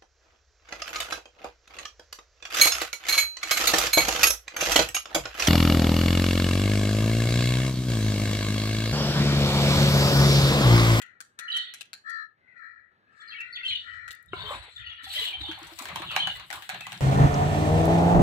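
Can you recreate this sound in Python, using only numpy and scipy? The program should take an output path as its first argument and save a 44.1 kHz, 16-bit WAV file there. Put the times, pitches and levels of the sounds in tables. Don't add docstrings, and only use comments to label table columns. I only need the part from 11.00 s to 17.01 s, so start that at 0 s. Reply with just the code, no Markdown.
import sys
import numpy as np
from scipy import signal
from scipy.fft import rfft, irfft, next_fast_len
from scipy.io import wavfile

SR = 44100
rng = np.random.default_rng(int(sys.argv[2]) if len(sys.argv) > 2 else 0)


def store_wav(level_fs):
    pcm = np.round(np.clip(np.atleast_2d(level_fs), -1, 1) * 32767)
    wavfile.write(sys.argv[1], SR, pcm.T.astype(np.int16))


def rack_gain(trim_db):
    fader = np.asarray(trim_db, float)
    return 10 ** (fader / 20)


N = 264952

# t/s, peak level/dB, body
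# against crack/dB, left-right/dB, cupped air f/Hz
PASSING = [(4.7879, -27.5, -0.5, 8, 4000), (4.793, -34, -1, 1, 2500), (4.8211, -31, -3, -6, 2520),
           (4.8548, -32, 7, 0, 1370), (4.886, -36, 6, -3, 2000), (4.958, -28, 6, -4.5, 3150),
           (5.019, -39, 14, 2, 1780), (5.113, -36, 0, -6, 3040), (5.1626, -21.5, 14, -2, 2900),
           (5.2716, -30.5, 12, -4.5, 2970), (5.358, -48, 2, -8, 2880), (5.3967, -43.5, 6, -12, 2840),
           (5.5026, -33, 9.5, 6, 2020), (5.51, -36, 11.5, 7, 2000), (5.5274, -27, 3.5, -6, 1270),
           (5.6222, -39, 5, -1, 1490), (5.691, -27, 7.5, 3, 1600), (5.6978, -31, 8, -4, 2200),
           (5.7443, -39.5, 13.5, 1, 1870), (5.8074, -34, 4.5, 0, 2570), (5.8667, -33.5, 8, 3, 2670),
           (5.9196, -33, 7.5, 0, 2960), (5.928, -35, 5.5, -1.5, 2000)]


def rms_one(x):
    return x / np.sqrt(np.mean(x ** 2) + 1e-20)


def sides(pan_db):
    return rack_gain(np.array([[.5], [-.5]]) * pan_db)


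def in_time(tables):
    rows = []
    for table in tables:
        before = (table[0][0] - .01, -140, *table[0][2:])
        after = (table[-1][0] + .01, -140, *table[-1][2:])
        rows += [before, *table, after]
    s, *columns = np.transpose(rows)
    return [np.interp(np.arange(N) / SR, s, c) for c in columns]


def swells(s, hold, db, rise, fall, which=False):
    t = np.arange(0, N + 64, 64)[:, None] / SR
    levels = db - np.maximum(s - t, 0) * np.abs(rise) - np.maximum(t - s - np.abs(hold), 0) * fall
    top = np.interp(np.arange(N) / SR, t[:, 0], np.maximum(levels.max(axis=1), -140))
    if which:
        return top, np.repeat(levels.argmax(axis=1), 64)[:N]
    return top


def drift(rate):
    steps = np.clip(rng.standard_normal(int(N / SR * 400)), -2.5, 1.6)
    return np.interp(np.arange(N) * min(rate, 390) / SR, np.arange(len(steps)), steps)


def colour(x, spectrum):
    hz, level_db = np.transpose(spectrum)
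    size = next_fast_len(N)
    grid = np.maximum(np.fft.rfftfreq(size, 1 / SR), 1)
    gain = rack_gain(np.interp(np.log(grid), np.log(hz), level_db, -90, -90))
    return rms_one(irfft(rfft(x, size) * gain, size)[:, :N])


def band(x, low_hz, high_hz, order=2):
    return signal.sosfilt(signal.butter(order, [low_hz, high_hz], "band", fs=SR, output="sos"), x + 1e-18)


def resonance(x, hz, width):
    r = np.exp(-np.pi * width / SR)
    poles = [1, -2 * r * np.cos(2 * np.pi * hz / SR), r * r]
    return signal.lfilter((1 - r * r) / 2 * np.array([1, 0, -1]), poles, x)


def patchy(x, low_hz, high_hz, depth_db, rate, count):
    edges = np.geomspace(low_hz, high_hz, count + 1)
    out = 0
    for k, (low, high) in enumerate(zip(edges, edges[1:])):
        out = out + (-1) ** k * band(x, low, high) * rack_gain(depth_db * drift(rate)[:x.shape[1]])
    return rms_one(out)


def ports(x, pan_db, lag=14):
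    return np.array([np.roll(x, int(lag)), x]) * sides(pan_db)


def wide_noise(alike, lag=14):
    alike = np.clip(alike, 0, 1)
    shared = ports(rng.standard_normal(N), 0, lag)
    return np.sqrt(alike) * shared + np.sqrt(1 - alike) * rng.standard_normal((2, N))


def terrace(x):
    t60_s = 0.24
    t = np.arange(SR // 2) / SR
    echoes = rng.standard_normal((2, len(t))) * (rng.random((2, len(t))) < .2)
    echoes = echoes * rack_gain(-60 * t / t60_s) * (t > .006)
    return signal.fftconvolve(x[None], echoes / np.sqrt(np.sum(echoes[0] ** 2)), axes=1)[:, :N]


def town():
    # from t/s, to t/s, gain/dB
    gate = [
        (0, 1.034, 3),
        (1.034, 1.372, 0.5),
        (1.372, 1.584, 6),
        (1.913, 2.17, 5.5),
        (2.201, 3.306, 1.5),
    ]
    hum = [(59, -22.5), (100, -3), (225, -5), (994, -11.5), (1480, -5), (2550, -18), (3450, -23),
           (3930, -20), (6000, -38.5), (9000, -45), (16000, -52)]
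    t = np.arange(N) / SR
    gain_db = sum(db * ((t > start) & (t < end)) for start, end, db in gate)
    return colour(wide_noise(0.79), hum) * rack_gain(-73.5 + gain_db + 2.2 * drift(2.18))


def wind():
    gust_table = [(2.4, 0.13, -71), (2.72, 0.014, -55.5), (2.928, 0.066, -62.5), (3.065, 0.042, -64),
                  (3.331, 0.13, -51), (3.515, 0.091, -54), (3.8, .02, -57.5), (3.9, 0.014, -55),
                  (4.07, 0.023, -61), (4.17, 0.037, -53.5), (4.406, 0.015, -49), (4.522, 0.17, -61.5),
                  (4.74, 0.038, -58.5), (4.914, 0.24, -55.5), (5.297, 0.1, -58.5), (5.488, 0.089, -61.5),
                  (5.732, .3, -67)]
    # from t/s, hold/s, level/dB
    downwash = [
        (3.335, .1, -58),
        (4.43, .01, -76),
        (4.52, .01, -61),
        (4.644, 0.011, -64.5),
        (4.94, 0.34, -53.5),
        (5.42, 0.16, -63),
        (5.723, 0.33, -54.5),
    ]
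    breeze_db, gust_db_per_s = -86.5, 186
    gusts = rms_one(band(wide_noise(0.71, lag=5.6), 50.0, 110.0, order=3)) * rack_gain(-0.5 + 3.6 * drift(16))
    gust_db = swells(*np.transpose(gust_table), gust_db_per_s, gust_db_per_s)
    gusts = gusts * rack_gain(np.maximum(breeze_db, gust_db)) * sides(-7)
    wash = rms_one(band(wide_noise(1.0, lag=8.3), 100.0, 191.0, order=3)) * rack_gain(3.4 * drift(15))
    return gusts + wash * rack_gain(swells(*np.transpose(downwash), 250, 200))


def caw(level_db, fourth_hz, hoarse, room_db):
    partials = [(3, -7), (4, 0), (5, -32)]
    # f/Hz, width/Hz, level/dB, gain as the pitch rises/dB
    beak = [(3360, 140, -36, 8), (4110, 130, -22, -3), (4570, 170, -27.5, 6), (5580, 220, -37.5, 3.5),
            (5930, 73, -38.5, 9.5), (7700, 1200, -47.5, 1)]
    sixths = np.cumsum(fourth_hz / 24 / SR)
    shake = np.sin(2 * np.pi * (sixths + .5 * hoarse * drift(30)))
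    pitch = fourth_hz / 4 * (1 + .04 * shake + .07 * hoarse * drift(200))
    phase = 2 * np.pi * np.cumsum(pitch / SR)
    voice = 0
    for k, db in partials:
        ragged_db = hoarse * (6.4 * drift(90) + 27 * (k > 4))
        voice = voice + rack_gain(db + ragged_db) * np.sin(round(k) * phase)
    raised = np.clip((fourth_hz - 1780) / 50, -1, 1) if hoarse < .3 else -.8
    buzz = np.sin(6 * phase) * np.sin(12.5 * phase) / (np.sin(phase / 2) + 1e-9)
    upper = 0
    for hz, width, db, lift_db in beak:
        ringing = resonance(resonance(buzz, hz, width), hz, width)
        upper = upper + rack_gain(db + lift_db * raised + 4.3 * drift(12)) * ringing
    voice = voice + upper * rack_gain(3.5 + 0.54 * np.minimum(level_db + 58, 0))
    voice = voice * (1 + 0.13 * shake) * rack_gain(level_db + 2.5)
    return ports(voice, 14.0, lag=15.8) + rack_gain(room_db) * terrace(band(voice, 760, 3600)) * sides(14)


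def crow():
    # loud from t/s, hold/s, level/dB, fourth partial f/Hz, glide/Hz per s
    far_caws = [
        (0, 0.0073, -52, 1936, -800),
        (0.39, 0.16, -46.5, 1800, 349),
        (1.481, 0.064, -64.5, 2000, -700),
        (1.575, 0.097, -51.5, 1810, -250),
        (1.754, 0.026, -61, 1797, 0.5),
        (2.25, 0.4, -52, 1779, 501),
        (2.87, 0.211, -49.5, 1842, -52.5),
        (3.789, 0.066, -53, 1868, -100),
        (3.991, 0.03, -51.5, 1834, 3.5),
    ]
    # t/s, level/dB, fourth partial f/Hz
    clear_caw = [
        [(1.04, -65, 1742), (1.066, -42, 1740), (1.102, -39, 1827), (1.224, -40.5, 1734), (1.262, -53.5, 1770),
         (1.36, -108.5, 1580)],
    ]
    rise_db_per_s = [900, 2000, 198.5, 498.6, 1500, 126.8, 249.8, 299, 600]
    s, hold, db, hz, glide = np.transpose(far_caws)
    level_db, k = swells(s, hold, db, rise_db_per_s, 108, which=True)
    fourth_hz = hz[k] + glide[k] * np.clip(np.arange(N) / SR - s[k], -.25, .5)
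    near = caw(*in_time(clear_caw), hoarse=.06, room_db=-9)
    return near + caw(level_db, fourth_hz, hoarse=.55, room_db=-1)


def chatter():
    # loud from t/s, hold/s, level/dB, centre f/Hz, rise/dB per s
    flurries = [(0.52, 0.013, -28, 3500, 900), (0.62, 0.058, -38.5, 3070, 304),
                (2.39, 0.00021, -46, 2530, 93), (2.489, 0, -72, 3630, 300),
                (2.681, 0.044, -28.5, 3080, 299.5), (3.334, 0.092, -37, 3180, 1002),
                (3.69, 0.015, -55, 3950, 104), (3.872, 0.043, -37.5, 2330, 79),
                (4.102, 0.017, -34.5, 3370, 200), (4.221, 0.056, -26, 2950, 52),
                (4.439, 0.04, -31, 2970, 103), (5.222, 0, -25.5, 3120, 84), (5.711, 0, -40, 2900, 900)]
    s, hold, db, hz, rise = np.transpose(flurries)
    level_db = swells(s, hold, db, rise, 118.5)
    centre = np.interp(np.arange(N) / SR, s + hold / 2, hz)
    clicks = rng.standard_normal(N) * (rng.random(N) < 1500 / SR)
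    pitches, dealt = np.geomspace(2150, 4380, 16), rng.integers(0, 16, N)
    grains = 0
    for k, pitch in enumerate(pitches):
        octaves = np.log2(pitch) - np.log2(centre)
        chirps = resonance(resonance(clicks * (dealt == k) + 1e-18, pitch, 130), pitch, 130)
        grains = grains + chirps * rack_gain(np.minimum(-14.5 * octaves, 45 * octaves) + 6.8 * drift(25))
    grains = rms_one(grains) * rack_gain(level_db - 7.0)
    return rack_gain(-4.5) * ports(grains, 0, lag=19) + rack_gain(-5.5) * terrace(grains)


def song():
    singles = [(.48, -30.5, 2940), (0.4998, -26.5, 3000), (0.512, -43, 4550), (0.518, -27, 3896),
               (0.581, -33, 4210), (0.621, -42, 4320), (.6002, -33.5, 3690), (2.2, -49, 3466),
               (2.216, -54, 4220), (2.276, -45, 4210), (2.321, -38.5, 2676), (2.3415, -40, 2250),
               (2.361, -40, 2970), (2.385, -33.5, 2600), (2.397, -32.5, 2684), (2.409, -37.5, 2360),
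               (2.525, -36.5, 4425), (2.541, -53, 4470), (2.5563, -30, 3500), (2.6043, -37.5, 2095),
               (2.631, -31, 2677), (2.662, -32, 2740), (2.68, -31, 4210), (2.698, -34, 3990),
               (2.75, -30, 3610), (3.283, -52.5, 3730), (3.403, -35, 3705), (3.4575, -36, 3130),
               (3.618, -45, 3940), (3.894, -37, 3345), (3.76, -35.5, 3580), (3.863, -33.5, 2903),
               (3.9217, -37, 2850), (4.1212, -38, 3900), (4.173, -32.5, 1986), (4.1872, -26.5, 3922),
               (4.178, -28, 3290), (4.25, -28, 3365), (4.252, -35, 3680), (4.19, -38, 2000),
               (2.697, -29, 3400), (2.76, -40, 3750), (4.322, -35.5, 2384), (4.335, -28, 3100),
               (4.405, -33, 3830), (4.431, -29, 3600), (4.482, -33.5, 3205), (5.136, -43, 2560),
               (5.199, -32, 4080), (5.29, -34.5, 3586), (5.352, -40, 2000), (5.8109, -33.5, 2590),
               (5.852, -38, 2000)]
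    # t/s, peak level/dB, middle f/Hz, length/s, fall as share of pitch
    slides = [
        (2.277, -46, 3350, 0.076, 0.84),
        (2.545, -41.5, 3000, 0.047, 0.54),
        (2.675, -33.5, 3140, 0.046, .8),
        (3.772, -51, 3000, 0.075, 0.63),
        (5.055, -37.5, 3160, 0.081, 0.55),
        (2.76, -54.5, 3030, 0.24, 0.0231),
        (5.3, -51, 2900, 0.157, 0.021),
        (3.37, -44.5, 3500, 0.144, 0.0373),
    ]
    # t/s, peak level/dB
    trills = [
        [(.54, -24), (.5587, -23), (.59, -46)],
        [(2.6474, -26), (2.6774, -37), (2.7053, -30.5), (2.722, -25), (2.751, -27.5)],
        [(4.145, -28.5), (4.1765, -37), (4.2153, -24.5), (4.241, -44), (4.274, -28)],
        [(5.1844, -25.5), (5.219, -23), (5.247, -26.5), (5.2934, -28)],
    ]
    note_s, sag = 0.015, 0.034
    rest_hz, lift_hz, settle_s = 2907, 186.3, 0.063
    notes = [(*note, note_s, sag) for note in singles] + slides
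    for trill in trills:
        s, db = np.transpose(trill)
        hz = rest_hz + lift_hz * np.exp((s[0] - s) / settle_s)
        lengths = np.append(0.81 * np.diff(s), note_s)
        notes += zip(s, db, hz, lengths, sag + 0 * s)
    return notes


def small_bird():
    notes = song()
    out, chance, ragged = np.zeros(N), rng.random((99, 2)), drift(390)
    for (s, peak_db, hz, length, sag), (start, swing) in zip(notes, chance):
        t = np.arange(int(max(length, .004) * SR)) / SR
        i = round(s * SR)
        pitch = hz * (1 + sag * (.5 - t / t[-1]) + 0.013 * np.sin(2 * np.pi * (70 * t + swing)))
        churr = sag > .2
        pitch = pitch * (1 + churr * 0.071 * ragged[i:][:len(t)])
        phase = 2 * np.pi * (np.cumsum(pitch) / SR + start)
        tone = np.sin(phase) + rack_gain(-30) * np.sin(2 * phase) + rack_gain(-37) * np.sin(3 * phase)
        tone = tone * (1 + churr * 1.2 * np.sin(2 * np.pi * 118 * t))
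        out[i:i + len(t)] += rack_gain(peak_db - 1.5) * np.sqrt(np.abs(np.sin(np.pi * t / t[-1]))) * tone
    return ports(out, 0.5, lag=19) + terrace(band(out, 1300, 5200, order=3)) * sides(3)


def hop(x):
    # t/s, left-right/dB
    places = [
        (0.55, -6),
        (2.3, 2.5),
        (2.7, 1.5),
        (3.5, 9.5),
        (4.2, 0),
        (5.2, 1),
    ]
    return x * sides(np.interp(np.arange(N) / SR, *np.transpose(places)))


def door():
    modes = [(378, -5, 0.045), (720, -16.5, 0.077), (1055, -13, 0.11), (1370, 0.5, 0.024),
             (2215, -15, 0.09), (2850, -4, 0.017)]
    t = np.maximum(np.arange(N) / SR - 3.332, 0)
    out = sum(rack_gain(db - 60 * t / np.clip(t60, .01, .07)) * np.sin(2 * np.pi * hz * t)
              for hz, db, t60 in modes)
    out = out * np.minimum(t / 0.0022, 1) * rack_gain(-20.5)
    return ports(out, 4.2, lag=4.9) + rack_gain(-2.0) * terrace(band(out, 830, 5000))


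def scrape():
    modes = [(614, 110, -5), (1010, 85, 2), (1260, 26, -12.5), (1530, 220, 3.5), (2280, 28, -8),
             (2660, 110, -5), (3400, 55, -1.5), (3750, 120, 3.5)]
    slips = rng.standard_normal(N) * (rng.random(N) < 2500 / SR)
    out = 0
    for hz, width, db in modes:
        ringing = rms_one(resonance(resonance(slips, hz, width), hz, width))
        out = out + rack_gain(db + 2.2 * drift(24)) * ringing
    start_s, hold_s, level_db = 3.37, 0.194, -43.5
    out = rms_one(out) * rack_gain(swells(start_s, hold_s, np.array([level_db]), 600, 420))
    return ports(out, 4.3, lag=9)


def ticks():
    claw_ticks = [(3.227, -53.5, 8050, 16000), (3.2602, -59, 8050, 13000), (3.119, -42, 5550, 15500),
                  (3.129, -44, 7000, 14000), (3.15, -47, 5500, 15000), (3.695, -62, 9300, 11500),
                  (3.9562, -68, 9500, 11500), (4.63, -41.5, 3020, 7900), (4.65, -42, 1100, 1700),
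                  (4.736, -42, 2000, 5000), (5.3587, -52, 9100, 16000), (5.371, -45, 10000, 16000),
                  (5.976, -39, 3000, 5500), (4.4673, -54, 5000, 12000), (4.5895, -49, 5000, 15000)]
    out, t = np.zeros(N), np.arange(int(.012 * SR)) / SR
    for s, peak_db, low_hz, high_hz in claw_ticks:
        i = round(s * SR)
        click = rms_one(band(rng.standard_normal(len(t)), low_hz, high_hz))
        out[i:i + len(t)] += rack_gain(peak_db + 1.5 - 60 * t / 0.0097) * click
    return ports(out, 2.7, lag=17)


def thumps():
    s, peak_db, body_db = np.transpose(PASSING)[:3]
    end_hz, lift_hz, sag_s = 784, 290, 0.16
    hz = end_hz + lift_hz * np.exp((s[0] - s) / sag_s)
    late_s, level_db, ring_s = 0.00166, -6, 0.02
    return [(*row, ring_s) for row in zip(s + late_s, peak_db + body_db + level_db, hz)]


def knocks():
    # t/s, peak level/dB, f/Hz, ring/s
    hollow_knocks = [(3.507, -23.5, 555, 0.032), (4.066, -42.5, 789, 0.1), (4.158, -45, 600, 0.12),
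                     (4.575, -41.5, 795, 0.082), (5.166, -18, 1105, 0.019), (4.338, -42, 774, 0.038),
                     (4.438, -42.5, 808, 0.17), (4.494, -41.5, 900, 0.086), (4.96, -14.5, 1010, 0.0086),
                     (4.995, -38, 1050, 0.04), (5.108, -29, 1340, 0.027), (5.868, -26, 1106, 0.017)]
    coos = [(3.368, -52, 350, 0.08), (3.436, -44.5, 422, 0.27), (3.679, -44, 480, 0.028),
            (4.029, -56, 275.3, 0.14), (4.215, -38.5, 447, 0.061), (4.404, -41, 307, 0.099),
            (4.487, -30.5, 321, 0.14), (4.615, -43.5, 324, 0.14), (4.717, -43.5, 329, 0.15),
            (4.809, -33, 268, 0.044), (4.999, -32.5, 332, 0.072), (5.198, -42, 290, 0.055)]
    out, t = np.zeros(N + SR), np.arange(SR // 5) / SR
    for s, peak_db, hz, ring_s in hollow_knocks + coos + thumps():
        i = round(s * SR)
        decay = rack_gain(peak_db - 60 * t / max(ring_s, .01))
        out[i:i + len(t)] += decay * np.minimum(t * hz / 2.24, 1) * np.sin(2 * np.pi * hz * t)
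    return ports(out[:N], 0, lag=7.3) + rack_gain(-1.0) * terrace(band(out[:N], 570, 2500))


def beats():
    lift_db, fade_s = 5.5, .05
    t, s = np.arange(N) / SR, np.transpose(PASSING)[0]
    last = np.searchsorted(s, t) - 1
    since_s = np.maximum(t, s[0]) - s[np.maximum(last, 0)]
    return lift_db * (2 * np.exp(-since_s / fade_s) - 1) * (last >= 0)


def streaky(hiss, whoosh_db):
    now = slice(int(3.2 * SR), int(4.0 * SR))
    streaks = patchy(hiss[:, now], 3900, 17900, 7.5, 9, count=20)
    top = signal.sosfiltfilt(signal.butter(4, 11500, "high", fs=SR, output="sos"), streaks)
    out = hiss.copy()
    out[:, now] = streaks - top * (1 - rack_gain(np.minimum(0.8 * (whoosh_db[now] + 47), 0)))
    return out


def rustle():
    effort = [(3.32, -79), (3.38, -54), (3.55, -40), (3.61, -59), (3.69, -54.5), (3.76, -82), (4.02, -73.5),
              (4.23, -48.5), (4.43, -60), (4.71, -49), (4.775, -66), (4.8, -52), (5.17, -46.5),
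              (5.49, -61.5), (5.56, -48.5), (5.68, -61), (5.72, -52), (6.01, -58)]
    # f/Hz, level/dB per Hz
    rush_spectrum = [(160, 22), (280, 10), (493, -13.5), (598, 1.5), (1020, 5.5), (1300, 4.5), (1690, -14),
                     (2860, -120)]
    hiss_spectrum = [(3500, 0.5), (4600, -4.5), (5300, -4), (6300, -17), (7800, -4), (9300, -11),
                     (10500, -10.5), (14500, -12.5), (16200, -18.5)]
    whooshes = [(3.226, 0.081, -84, 903), (3.345, 0.088, -59.5, 901), (3.497, 0.021, -47.5, 205),
                (3.63, .01, -62.5, 898), (3.703, 0.1, -68, 303), (4.039, 0.087, -48.5, 1494),
                (4.14, 0.12, -42.5, 401), (4.397, 0.35, -60.5, 600), (4.7, 0.42, -58.5, 311),
                (5.2, 0.9, -62.5, 300), (4.952, .015, -51.5, 2000), (5.157, 0.025, -53, 2000),
                (5.272, 0.016, -54.5, 900), (5.53, 0.023, -51.5, 2000), (5.693, 0.018, -52, 2000)]
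    # from t/s, hold/s, level/dB
    far_rustle = [
        (0.575, 0.0092, -48),
        (2.187, 0.036, -62.5),
        (2.682, 0.017, -53.5),
        (2.75, 0.22, -67.5),
    ]
    effort_db, = in_time([effort])
    flutter = 2.26 * drift(25) + beats()
    low = patchy(colour(wide_noise(0.87, lag=6.8), rush_spectrum), 330.0, 1346, 6.9, 25, count=5)
    low = low * rack_gain(effort_db + flutter)
    middle = patchy(wide_noise(0.025), 1236, 4410, 3.5, 18, count=9)
    middle = middle * rack_gain(-23.5 + 0.47 * effort_db + flutter) * sides(5)
    hiss = colour(patchy(wide_noise(.35, lag=12), 3000, 19000, 2.5, 30, count=9), hiss_spectrum)
    body = rack_gain(4) * rms_one(band(wide_noise(0.38), 1680, 4220, order=4))
    whoosh_db = swells(*np.transpose(whooshes), 231) + .35 * beats()
    close = rack_gain(-5.5) * band(hiss, 5600, 22000) * (np.arange(N) > PASSING[0][0] * SR)
    body = body * rack_gain(0.76 * (whoosh_db + 42.0))
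    near = streaky(hiss, whoosh_db) + body + close
    near = near * rack_gain(whoosh_db - 1.0 + 1.7 * drift(130) + 4.6 * drift(14)) * sides(7)
    far_db = swells(*np.transpose(far_rustle), 330, 240)
    far = band(hiss, 3800, 7570) * rack_gain(far_db + 3.6 * drift(56.8))
    return low + (effort_db > -120) * middle + near + far


def claps():
    # t/s, peak level/dB, body against crack/dB, left-right/dB, cupped air f/Hz
    near_claps = [(0.0168, -37, 6, 11, 2450), (0.204, -31, 0.5, 6, 1340), (0.3892, -29.5, 2.5, 6.5, 1370),
                  (0.566, -29, 3, 3, 3150), (0.738, -30.5, -0.5, 6.5, 2460),
                  (0.8087, -32.5, 4.5, 12.5, 2820), (0.9309, -32.5, 6, 5.5, 4300),
                  (1.0969, -44.5, -35, 14, 1800), (2.4053, -47.5, 10, 9.5, 2610), (2.665, -60, 5, 5, 3120),
                  (3.079, -40.5, 11, 3.5, 1380), (3.1067, -35, 4.5, 6, 3700), (4.0415, -40, 8, -2, 3850),
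                  (4.412, -49, 21, 5, 3870), (4.5127, -43.5, 20, 1.5, 3120), (4.669, -39.5, -5, -3, 1360)]
    # delay t/s, level/dB
    reflections = [
        (.0062, -2),
        (.0105, -9),
        (.019, -15),
        (.046, -24),
    ]
    crack_spectrum = [(410, -59), (700, -49.5), (1570, 5.5), (2040, -9.5), (2380, -0.5), (2790, -5),
                      (4230, -7), (4820, -12), (7710, -11.5), (15800, -27.5)]
    t = np.arange(int(0.025 * SR)) / SR
    burst = np.minimum(t / 0.00087, 1) * rack_gain(-60 * t / 0.017)
    crackle = colour(wide_noise(0.03) * rack_gain(1.9 * drift(340)), crack_spectrum)
    body, crack = band(crackle, 1400, 4400, order=3), band(crackle, 4800, 21000, order=3)
    snap = rack_gain(4.0) * band(crackle, 13500, 18300)
    puff = band(wide_noise(0.79, lag=3), 160, 1500)
    out = np.zeros((2, N + SR))
    for s, peak_db, body_db, pan_db, cup_hz in near_claps + PASSING:
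        passing = s > near_claps[-1][0]
        i = round(s * SR)
        first = min(i, N - len(t))
        now = slice(first, first + len(t))
        hollow = body[:, now] * burst
        hollow = rms_one(hollow) + rack_gain(-0.5) * rms_one(resonance(hollow, cup_hz, 480))
        hit = rms_one((crack[:, now] + passing * snap[:, now]) * burst)
        hit = hit + rack_gain(body_db) * rms_one(hollow)
        hit = hit + rack_gain(-22 + body_db) * rms_one(puff[:, now] * burst)
        hit = hit * rack_gain(peak_db - 18.5) * sides(pan_db)
        for delay, echo_db in [(0.00017, 0.0032)] + reflections:
            k = i + round(delay * SR)
            further_db = -11 * passing * (echo_db < 0)
            out[:, k:k + len(t)] += hit * rack_gain(echo_db + further_db)
    out = out[:, :N]
    return out + rack_gain(-3.0) * terrace(band(out[1], 270, 5800, order=1))


def scene():
    background = town() + wind() + crow() + hop(chatter() + small_bird())
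    cage = door() + scrape() + ticks() + knocks()
    return background + cage + rustle() + claps()


def low_pass(x):
    return signal.sosfilt(signal.butter(12, 16810, fs=SR, output="sos"), x)


def record(dry):
    dipped = dry - 0.56 * resonance(dry, 5170, 340)
    mix = signal.sosfilt(signal.cheby2(12, 70, 16900, fs=SR, output="sos"), dipped)
    return low_pass(mix)


dry = scene()
out = record(dry)
store_wav(out)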